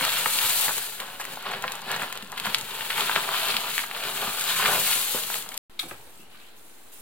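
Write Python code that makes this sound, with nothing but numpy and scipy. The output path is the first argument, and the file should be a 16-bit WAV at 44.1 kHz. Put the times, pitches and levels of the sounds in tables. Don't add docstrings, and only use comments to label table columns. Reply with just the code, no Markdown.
import sys
import numpy as np
from scipy import signal
from scipy.fft import rfft, irfft, next_fast_len
from scipy.io import wavfile
from scipy.ndimage import uniform_filter1d, map_coordinates

SR = 44100
rng = np.random.default_rng(int(sys.argv[2]) if len(sys.argv) > 2 else 0)


def file_out(sig):
    cols = np.atleast_2d(sig).T
    lim = np.clip(cols, -1, 1)
    pcm = np.round(lim * 32767).astype(np.int16)
    wavfile.write(sys.argv[1], SR, pcm)


N = 309141

# f/Hz, level/dB
AIR_TONE = [(25, -8), (50, -5.5), (70, -3), (110, -15), (220, 3.5), (290, -1), (370, 3), (560, -4),
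            (800, -0.5), (1500, -5.5), (3000, -9.5), (4200, -9.5), (5500, -19.5), (9000, -16), (16000, -29)]
THICK_STALK_TONE = [(60, -43), (150, -27.5), (300, -25), (420, -4.5), (600, -2.5), (850, 3), (1350, 1),
                    (1750, -2), (2100, -7.5), (3000, -3.5), (5000, -25), (15000, -38)]
THIN_STALK_TONE = [(600, -32), (1400, 0.5), (2000, -5.5), (2400, 0), (3100, 1), (4200, -1), (5200, -9),
                   (8000, -40), (15000, -19)]
LEAF_TONE = [(100, -41.5), (600, -20), (1500, -7.5), (3000, 2), (4300, 3.5), (5100, -3.5), (5900, -3.5),
             (7200, 2), (9500, 2), (12500, 2.5), (15800, 0.5)]
RUMBLE_TONE = [(25, -39.5), (45, -33.5), (70, -11.5), (110, -5), (175, -1.5), (260, -3.5), (315, -7.5),
               (400, -7.5), (600, -9.5), (1200, -38.5)]
CRACK_TONE = [(200, -33), (900, -16.5), (3500, 4), (5500, 1.5), (7500, 8), (10000, 1), (13500, -0.5),
              (16000, -20.5)]
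THUD_TONE = [(30, -29), (70, -10), (120, 0), (200, 0.5), (330, -8), (700, -11.5), (1500, -36)]
LOOSE_HAY_TONE = [(1500, -11), (4000, -8), (5500, -4.5), (7500, 2.5), (12000, 2.5), (15800, 0.5)]
PAW_TONE = [(30, -16), (70, 0), (120, -1.5), (200, -0.5), (350, -5), (800, -7), (1500, -19)]
# f/Hz, likeness (0 to 1)
AIR_LIKENESS = [(60, 0.091), (400, 0.3), (1500, 0.54), (3000, 0)]
ECHO_LIKENESS = [(200, 0.95), (700, 0.8), (1500, 0.29), (3000, 0)]
# f/Hz, t60/s
ROOM_DECAY = [(200, 0.14), (1300, 0.38), (3500, 0.21), (10000, 0.083)]
# f/Hz, level/dB
LEFT_BOOST = [(100, 1), (1000, 1.1), (3000, 1.5), (8000, 3), (15000, 4)]
# t/s, level/dB
SLIDE_LEVELS = [(0.0, -37.5), (0.3, -27), (0.62, -23), (0.7, -28), (0.8, -30), (1.02, -43.5), (1.25, -47),
                (1.45, -54), (2.33, -54), (2.43, -47), (3.0, -34.5), (3.48, -47.5), (3.8, -31.5),
                (3.88, -47), (4.08, -35.5), (4.37, -34), (4.93, -24), (5.04, -28.5), (5.15, -27.5),
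                (5.23, -32.5), (5.36, -30), (5.48, -45.5)]
# t/s, hold/s, crunch/dB, brightness/dB, rumble/dB
HAND_PUSHES = [(0.01, 0.18, -32, 5.5, -50.5), (0.374, 0.13, -36, 5.5, -48),
               (0.637, 0.022, -35.5, -13, -50.5), (1.003, 0.005, -37.5, -2.5, -51),
               (1.215, 0.018, -43, 1, -59), (1.292, 0.052, -44.5, 5, -51),
               (1.484, 0.095, -35.5, -1.5, -47.5), (1.645, .008, -36.5, -5.5, -55),
               (1.71, 0.047, -40.5, 1.5, -58), (1.898, 0.046, -34, 0.5, -46.5),
               (2.007, 0.0062, -32.5, 1, -45), (2.316, 0.027, -43, -11.5, -61), (2.418, 0.17, -42, 1, -51),
               (2.452, 0.012, -37.5, 6, -50), (2.756, 0.27, -40, 4.5, -51), (2.978, 0.045, -30, 2.5, -42.5),
               (3.113, 0.14, -32.5, 3, -48), (3.364, 0.15, -32, 5.5, -46.5), (3.6, 0.12, -38.5, 4.5, -50.5),
               (3.764, 0.044, -40, 6, -57), (3.97, 0.094, -39, 3.5, -60), (4.04, 0.016, -34.5, -1, -52),
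               (4.137, 0.037, -41, 6.5, -50), (4.226, 0.07, -31.5, 0.5, -46), (4.393, 0.03, -40, 6, -56.5),
               (4.488, 0.076, -33.5, 7.5, -49.5), (4.65, 0.11, -28.5, 0.5, -40.5),
               (4.853, 0.096, -41, 10, -54), (5.148, .01, -36, -14, -45), (5.304, 0.028, -45, -15, -50.5)]
# f/Hz, width/Hz, level/dB
RACK_NOTES = [(177, 27, -0.5), (392.8, 11, 22), (540, 11, 10.5)]
# t/s, body/dB, f/Hz, crack/dB, splinters/dB
LOUD_SNAPS = [(0.0101, -12.5, 1460, -32, -14), (0.0503, -15, 1400, -17, -14),
              (0.1707, -11.5, 2900, -33, -17.5), (0.1818, -28, 1110, -29.5, -15),
              (0.259, -8, 1390, -29, -15.5), (0.3879, -10.5, 3000, -26, -10),
              (0.6815, -15, 1380, -36, -7.5), (0.6927, -19.5, 1110, -40, -12),
              (0.7089, -18, 1010, -38, -20), (0.7807, -19, 1470, -18, -16), (0.9985, -26, 1510, -38, -10),
              (1.0021, -18, 2800, -21.5, -12), (1.1985, -24, 1200, -29, -4), (1.2137, -22, 2110, -25, -24),
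              (1.2428, -24, 2500, -34, -22), (1.2524, -18.5, 1900, -23, -22), (1.3725, -25, 830, -41, -14),
              (1.4685, -23, 1390, -45, -10), (1.5173, -21, 1290, -31, -19), (1.537, -21, 1500, -40, -18),
              (1.548, -21, 2300, -40, -18), (1.6401, -11.5, 1120, -42, -15),
              (1.6795, -13.5, 2300, -40, -18), (1.9156, -18, 1210, -19.5, -13),
              (1.9265, -24, 1700, -34, -18), (1.9633, -22, 1270, -26, -9), (2.0188, -14, 1490, -34, -26),
              (2.0229, -16, 1690, -23.5, -26), (2.033, -15, 1500, -37, -18), (2.063, -27, 1700, -38, -22),
              (2.1267, -19, 2400, -20.5, -30), (2.155, -27, 2000, -29, -24),
              (2.175, -20, 3000, -24.5, -23.5), (2.2254, -26, 3500, -29.5, -16),
              (2.325, -29, 1110, -47.5, -3), (2.3755, -28, 2700, -29, -20), (2.3785, -16.5, 2700, -26, -12),
              (2.3996, -14, 3370, -20.5, -23), (2.4574, -15, 1170, -22, -24),
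              (2.466, -16.5, 1700, -30, -11), (2.4701, -19, 1400, -30, -5), (2.546, 0, 3080, -18, -39),
              (2.5465, -19.5, 1200, -42.5, -23.5), (2.8086, -16.5, 2200, -33, -14),
              (2.903, -14.5, 2000, -41, -4), (2.98, -14.5, 1600, -31, -6.5), (3.0082, -8, 2770, -18, -28.5),
              (3.0958, -10, 1120, -26, -18), (3.1565, -11, 2600, -35, -11), (3.1612, -4.5, 1550, -31, -10),
              (3.176, -17.5, 1100, -34.5, -5), (3.2905, -13, 1150, -25, -19), (3.544, -25, 1700, -34, -19),
              (3.5671, -5.5, 4100, -17, -26), (3.78, -5.5, 2120, -14.5, -24), (3.792, -11, 2100, -35, -22),
              (3.8014, -19.5, 2100, -34, -9), (3.838, -18.5, 1300, -38, -23),
              (3.9128, -17.5, 2190, -28, -18), (3.9645, -22, 1200, -38, -12), (4.038, -15, 2800, -26, -20),
              (4.491, -18, 2000, -34, -17), (4.5645, -15.5, 2000, -17, -19), (4.62, -19, 1800, -34, -18),
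              (4.6591, -7, 2300, -20, -16.5), (4.72, -14.5, 2400, -22, -18), (4.9302, -10, 3100, -20, -19),
              (5.028, -19, 2400, -33, -22), (5.3015, -19, 1070, -24, -16), (5.3428, -12, 2540, -20, -24),
              (5.355, -23.5, 890, -38, -17), (5.463, -36, 800, -44, -14), (5.5183, -27.5, 2200, -37, -7),
              (5.5766, -36.5, 3770, -17, -40)]
# t/s, level/dB, treble cutoff/Hz
BUNDLE_BUMPS = [(0.017, -26, 230), (0.06, -32, 230), (0.262, -33.5, 1200), (0.45, -30.5, 230),
                (0.68, -30, 250), (0.775, -34, 298), (1.645, -33.5, 1200), (1.87, -33, 250),
                (2.025, -30, 300), (2.228, -29.5, 222), (2.474, -23.5, 200), (2.629, -32, 220),
                (3.16, -26, 500), (3.546, -29.5, 300), (4.05, -34, 700), (4.28, -35, 250), (4.71, -28, 300),
                (4.775, -31, 900), (4.963, -27, 220), (5.146, -28, 800)]
# f/Hz, t60/s, level/dB
WALL_NOTES = [(135.7, 0.059, -10.5), (188, 0.08, -5.5), (278, 0.04, -2.5), (418, 0.089, 3),
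              (512, 0.08, 6.5), (647, 0.053, 6), (880, 0.045, -3)]
# t/s, level/dB
BLADE_TICKS = [(1.067, -35), (1.2078, -25), (1.222, -33), (1.3589, -31), (1.4258, -31), (1.513, -30),
               (1.6238, -24), (1.7207, -20), (1.7545, -26), (1.793, -36), (1.8181, -29), (2.275, -37),
               (2.3, -40), (2.3193, -26.5), (2.5484, -15.5), (2.585, -20.5), (2.612, -21), (3.148, -28),
               (3.4855, -18.5), (3.606, -27), (4.396, -18), (4.411, -17), (4.44, -18), (5.425, -27),
               (5.49, -23.5), (5.543, -25)]
# t/s, body/dB, f/Hz, crack/dB, rattle/dB
HOP_KNOCKS = [(5.7925, -21, 3400, -26.5, -8), (5.794, -35, 1120, -60, -12), (5.829, -35.5, 750, -55, -11),
              (5.8375, -38, 1300, -55, -27), (5.838, -38, 360, -55, -23), (5.842, -47, 125, -70, -26),
              (5.911, -23.5, 1650, -48, -32), (5.914, -37, 600, -60, -4), (6.195, -48, 219, -70, -14),
              (6.345, -45, 1300, -70, -2)]
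# t/s, level/dB, treble cutoff/Hz
WIRE_FLICKS = [(5.793, -26.5, 12000)]
# f/Hz, t60/s, level/dB
WIRE_NOTES = [(2350, 0.03, -16), (3120, .024, -7), (3350, 0.028, 1.5), (3700, 0.023, 0.5), (4200, 0.03, -1),
              (5480, 0.02, -2.5), (6600, .02, -8)]
# t/s, hold/s, stalks/dB, leaves/dB
HAY_STIRS = [(5.794, .005, -42, -38), (5.883, 0.013, -48, -44.5), (5.975, 0.23, -61, -55),
             (6.301, 0.19, -56.5, -60), (6.56, 0.44, -71, -56.5), (6.92, .08, -68, -48.5)]
# t/s, level/dB
PAW_LEVELS = [(5.81, -85), (5.835, -50), (5.88, -53), (6.06, -57.5), (6.45, -69)]
# t/s, length/s, starting f/Hz, level/dB
FAINT_SQUEAKS = [(6.18, .07, 2510, -57), (6.387, 0.076, 2480, -60), (6.43, 0.087, 3000, -64)]

PACKING_END_S, SILENCE_END_S = 5.5785, 5.697


def amp(db):
    return 10 ** (np.asarray(db) / 20)


def unit(x):
    return x / np.sqrt(np.mean(x ** 2) + 1e-20)


def along(points, hz):
    f, values = np.transpose(points)
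    return np.interp(np.log(hz + 1), np.log(f + 1), values)


def curve(rows):
    return np.interp(np.arange(N) / SR, *np.transpose(rows))


def wobble(rate):
    return map_coordinates(rng.standard_normal(int(N * rate / SR) + 4), [np.arange(N) * rate / SR])


def together(*levels_db):
    return 10 * np.log10(sum(amp(db) ** 2 for db in levels_db) + 1e-20)


def swells(starts, holds, levels_db, rise_s, t60):
    t = np.linspace(0, N / SR, 4000)[:, None]
    rise = np.clip(1 + (t - starts) / rise_s, 0, 1)
    fade_db = 60 * np.clip((t - starts - holds) / t60, 0, 2)
    power = np.sum((rise * amp(levels_db - fade_db)) ** 2, axis=1)
    return 10 * np.log10(np.interp(np.arange(N) / SR, t[:, 0], power) + 1e-20)


def filtered(x, response):
    n = x.shape[-1]
    padded = next_fast_len(n + SR // 4)
    return irfft(rfft(x, padded) * response(np.fft.rfftfreq(padded, 1 / SR)), padded)[..., :n]


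def coloured(x, tone, size=4096):
    cepstrum = irfft(np.log(amp(along(tone, np.fft.rfftfreq(size, 1 / SR)))))
    cepstrum[1:size // 2] *= 2
    cepstrum[size // 2 + 1:] = 0
    impulse = irfft(np.exp(rfft(cepstrum)))
    return signal.oaconvolve(x, impulse[None], axes=1)[:, :x.shape[1]]


def paired(two, likeness):
    turn = lambda hz: np.arccos(np.clip(along(likeness, hz), -1, 1)) / 2
    mid, side = filtered(two, lambda hz: np.array([np.cos(turn(hz)), np.sin(turn(hz))]))
    return np.array([mid + side, mid - side])


def grains(rate, life_s, top_hz, scatter_db, spread, lead=2.7, size=80):
    count, t = int(rate * N / SR), np.arange(size) / SR
    when, pitch, force, side = rng.random((count, 4)).T
    start = (when * N).astype(int)
    strength = (-1.) ** np.arange(count) * amp(-scatter_db * np.log(force + .01))
    ticks = strength[:, None] * np.cos(2 * np.pi * top_hz * pitch[:, None] * t) * np.exp(-t / life_s)
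    right_delay = np.rint(lead + spread * np.tan(2.6 * (side - .5))).astype(int)
    place = lambda at: np.bincount(((at[:, None] + np.arange(size)) % N).ravel(), ticks.ravel(), N)
    return np.array([place(start), place(start + right_delay)])


def air():
    return amp(-55.5) * unit(paired(coloured(rng.standard_normal((2, N)), AIR_TONE), AIR_LIKENESS))


def room(x, tail_db, near_db, sections, near_t60=0.022):
    out, edges = np.zeros((2, N + SR)), np.linspace(0, N, sections + 1).astype(int)
    hz, t, noise = signal.stft(rng.standard_normal((2, sections, SR // 5)), SR, nperseg=256)
    tail = signal.istft(noise * amp(-60 * t / along(ROOM_DECAY, hz)[:, None]), SR, nperseg=256)[1]
    t = np.arange(tail.shape[-1]) / SR
    near = rng.standard_normal(tail.shape) * amp(-60 * t / near_t60) * (t > .002)
    paths = (amp(tail_db) * unit(tail) + amp(near_db) * unit(near)) / np.sqrt(len(t))
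    for k, (start, end) in enumerate(zip(edges, edges[1:])):
        echo = signal.fftconvolve(x[:, start:end], paired(paths[:, k], ECHO_LIKENESS), axes=1)
        out[:, start:start + echo.shape[1]] += echo
    return x + out[:, :N]


def hand_effort():
    slide_db = curve(SLIDE_LEVELS)
    starts, holds, crunch_db, bright_db, rumble_db = np.transpose(HAND_PUSHES)
    push = lambda db: swells(starts, holds, db, rise_s=0.026 + 0.57 * holds, t60=0.63)
    thick_db = together(push(crunch_db), slide_db - 13.5, -49)
    thin_db = together(push(crunch_db + bright_db), slide_db - 14.5, -47.5)
    leaf_db = together(push(crunch_db + 1.5 * bright_db) - 8, slide_db)
    rack_db = together(push(rumble_db), -56)
    return thick_db, thin_db, leaf_db, rack_db


def slips(per_s=49, fade_s=0.014):
    jolts = (rng.random(N) < per_s / SR) * rng.random(N) * 2
    swing = signal.lfilter([1], [1, -np.exp(-1 / (fade_s * SR))], jolts)
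    return 2.5 * np.minimum(swing, 2)


def shifting_load(x, depth_db):
    bands = signal.stft(x, nperseg=512)[2]
    drift = uniform_filter1d(rng.standard_normal(bands.shape[1:]), size=7, axis=0)
    drift = uniform_filter1d(drift, size=14, axis=1)
    return signal.istft(bands * amp(depth_db * unit(drift)), nperseg=512)[1][:, :N]


def stalks(thick_db, thin_db):
    clumps = amp(slips() + 1.1 * wobble(80) + 0.5 * wobble(22.1))
    crunch = grains(rate=1600, life_s=0.0006, top_hz=3390, scatter_db=0.5, spread=1.0)
    crackle = grains(rate=1900, life_s=0.0003, top_hz=5200, scatter_db=1.5, spread=1.5, size=64)
    thick = shifting_load(coloured(crunch * clumps, THICK_STALK_TONE), depth_db=1.8)
    thin = coloured(crackle * clumps, THIN_STALK_TONE)
    return amp(thick_db - 1.62) * unit(thick) + amp(thin_db - 2.5) * unit(thin)


def leaves(level_db):
    fizz = grains(rate=13000, life_s=0.0001, top_hz=16450, scatter_db=0, spread=1.3, size=20)
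    fizz = unit(coloured(fizz * amp(0.99 * wobble(60)), LEAF_TONE))
    prickle = grains(rate=140, life_s=0.00008, top_hz=17000, scatter_db=5.5, spread=0.6, size=20)
    return amp(level_db) * fizz + amp(0.48 * level_db - 33) * unit(coloured(prickle, LEAF_TONE))


def rack(level_db):
    jogs = grains(rate=800, life_s=0.00017, top_hz=1200, scatter_db=3.5, spread=1.0)
    ring = filtered(jogs, lambda f: sum(amp(db) * 1j * f * width / (hz * hz - f * f + 1j * f * width)
                                        for hz, width, db in RACK_NOTES))
    return amp(level_db - 3) * unit(coloured(jogs, RUMBLE_TONE)) + amp(level_db - 9) * unit(ring)


def snaps(rows, cycles, splinter_t60, body_db, crack_db, tear_db, lead):
    out, t = np.zeros((2, N + SR)), np.arange(SR // 10) / SR
    click = coloured((t == 0)[None] * 1., CRACK_TONE)[0]
    widen = 1 + .5 / cycles
    for s, db, hz, sharp_db, splinter_db in rows:
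        splinters = rng.standard_normal(len(t)) * (rng.random(len(t)) < .03)
        splinters *= amp(splinter_db - 60 * t / splinter_t60)
        tears = amp(tear_db + splinter_db / 2) * rng.choice([-1, 1], 4)
        splinters[rng.integers(SR // 1500, SR // 200, len(tears))] = tears
        splinters[0] = 1
        band = signal.butter(2, np.clip([hz / widen, hz * widen], 50, 4700), "band", fs=SR)
        ring = signal.lfilter(*band, t == 0)
        shape = amp(db + body_db) * ring / abs(ring).max() + amp(sharp_db + crack_db) * click
        hit = signal.fftconvolve(splinters, shape)[:len(t)]
        out[0, round(s * SR):][:len(t)] += hit
        out[1, round(s * SR + lead):][:len(t)] += hit
    return out[:, :N]


def breaking_stalks(crackle_db, per_s=4, middle_hz=2100, spread_octaves=0.73, blade_hz=3500):
    when, force, thinness = rng.random((int(per_s * PACKING_END_S), 3)).T
    times = when * PACKING_END_S
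    levels_db = crackle_db[(times * SR).astype(int)] + 3.5 * (2 * force - 1)
    pitches = middle_hz * 2 ** (spread_octaves * (2 * thinness - 1))
    small = [(s, db + 8.5, hz, db - 4, -9) for s, db, hz in zip(times, levels_db, pitches)]
    ticks = [(s, db - 18, blade_hz, db, -22) for s, db in BLADE_TICKS]
    return snaps(LOUD_SNAPS + ticks + small, cycles=0.8, splinter_t60=0.06,
                 body_db=0, crack_db=12.5, tear_db=-2.5, lead=3)


def struck(rows, notes, rise_s):
    out, t = np.zeros(N + SR), np.arange(SR // 5) / SR
    for s, db, cutoff_hz in rows:
        ring = 0
        for hz, t60, note_db in notes:
            fade = amp(note_db + rng.normal(0, 2.9) - 60 * t / t60)
            ring += fade / np.hypot(1, (hz / cutoff_hz) ** 2) * np.sin(2 * np.pi * (hz * t + rng.random()))
        out[round(s * SR):][:len(t)] += amp(db) * ring * (1 - np.exp(-t / rise_s))
    return out[:N]


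def bumps():
    starts, levels_db, _ = np.transpose(BUNDLE_BUMPS)
    thud_db = swells(starts, 0.0084, levels_db - 16.5, rise_s=0.008, t60=0.1)
    thud = unit(coloured(rng.standard_normal((1, N)), THUD_TONE))
    return amp(thud_db) * thud + amp(-6) * struck(BUNDLE_BUMPS, WALL_NOTES, rise_s=0.0021)


def packing():
    thick_db, thin_db, leaf_db, rack_db = hand_effort()
    breaks = breaking_stalks(thin_db)
    frame = rack(rack_db) + bumps()
    close = room(stalks(thick_db, thin_db) + frame + breaks, tail_db=-11, near_db=-14.5, sections=14)
    deep = room(leaves(leaf_db), tail_db=-11, near_db=-7, sections=96)
    return filtered(close + deep, lambda hz: amp(np.outer([.5, -.5], along(LEFT_BOOST, hz))))


def hop():
    knocks = snaps(HOP_KNOCKS, cycles=0.84, splinter_t60=0.03,
                   body_db=-2.5, crack_db=7.5, tear_db=1.5, lead=0)
    return knocks + amp(-0.5) * struck(WIRE_FLICKS, WIRE_NOTES, rise_s=0.00025)


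def loose_hay():
    starts, holds, *levels_db = np.transpose(HAY_STIRS)
    stalk_db, leaf_db = [together(swells(starts, holds, db, rise_s=0.005, t60=0.38), -62.5)
                         for db in levels_db]
    crackle = grains(rate=2000, life_s=0.0004, top_hz=6030, scatter_db=3.5, spread=3.8, lead=-4.5)
    fizz = grains(rate=4700, life_s=0.00016, top_hz=17200, scatter_db=2, spread=2.7, lead=-5, size=20)
    return (amp(stalk_db - 3.5) * unit(coloured(crackle, THIN_STALK_TONE))
            + amp(leaf_db - 2) * unit(coloured(fizz, LOOSE_HAY_TONE)))


def paws():
    taps = grains(rate=170, life_s=0.00027, top_hz=1200, scatter_db=1, spread=2, lead=0)
    return amp(curve(PAW_LEVELS) - 3.5) * unit(coloured(taps, PAW_TONE))


def squeaks(rise_octaves=0.223, roughness=0.037):
    out, waver = np.zeros(N), 1 + roughness * wobble(500)
    for s, length, hz, db in FAINT_SQUEAKS:
        start, progress = round(s * SR), np.linspace(0, 1, round(length * SR))
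        span = slice(start, start + len(progress))
        pitch = hz * 2 ** (rise_octaves * progress) * waver[span]
        out[span] += amp(db) * np.sin(np.pi * progress) * np.sin(2 * np.pi * np.cumsum(pitch) / SR)
    return out


def rabbit():
    return room(loose_hay() + paws() + hop() + squeaks(), tail_db=-3, near_db=-1, sections=64)


def scene():
    return np.where(np.arange(N) / SR < PACKING_END_S, packing(), rabbit()) + air()


def record(dry, offset=-0.004, top_hz=15950):
    t = np.arange(N) / SR
    audible = uniform_filter1d(1. * ((t < PACKING_END_S) | (t > SILENCE_END_S)), size=64)
    return filtered((dry + offset) * audible, lambda hz: 1 / np.sqrt(1 + (hz / top_hz) ** 260))


dry = scene()
out = record(dry)
file_out(out)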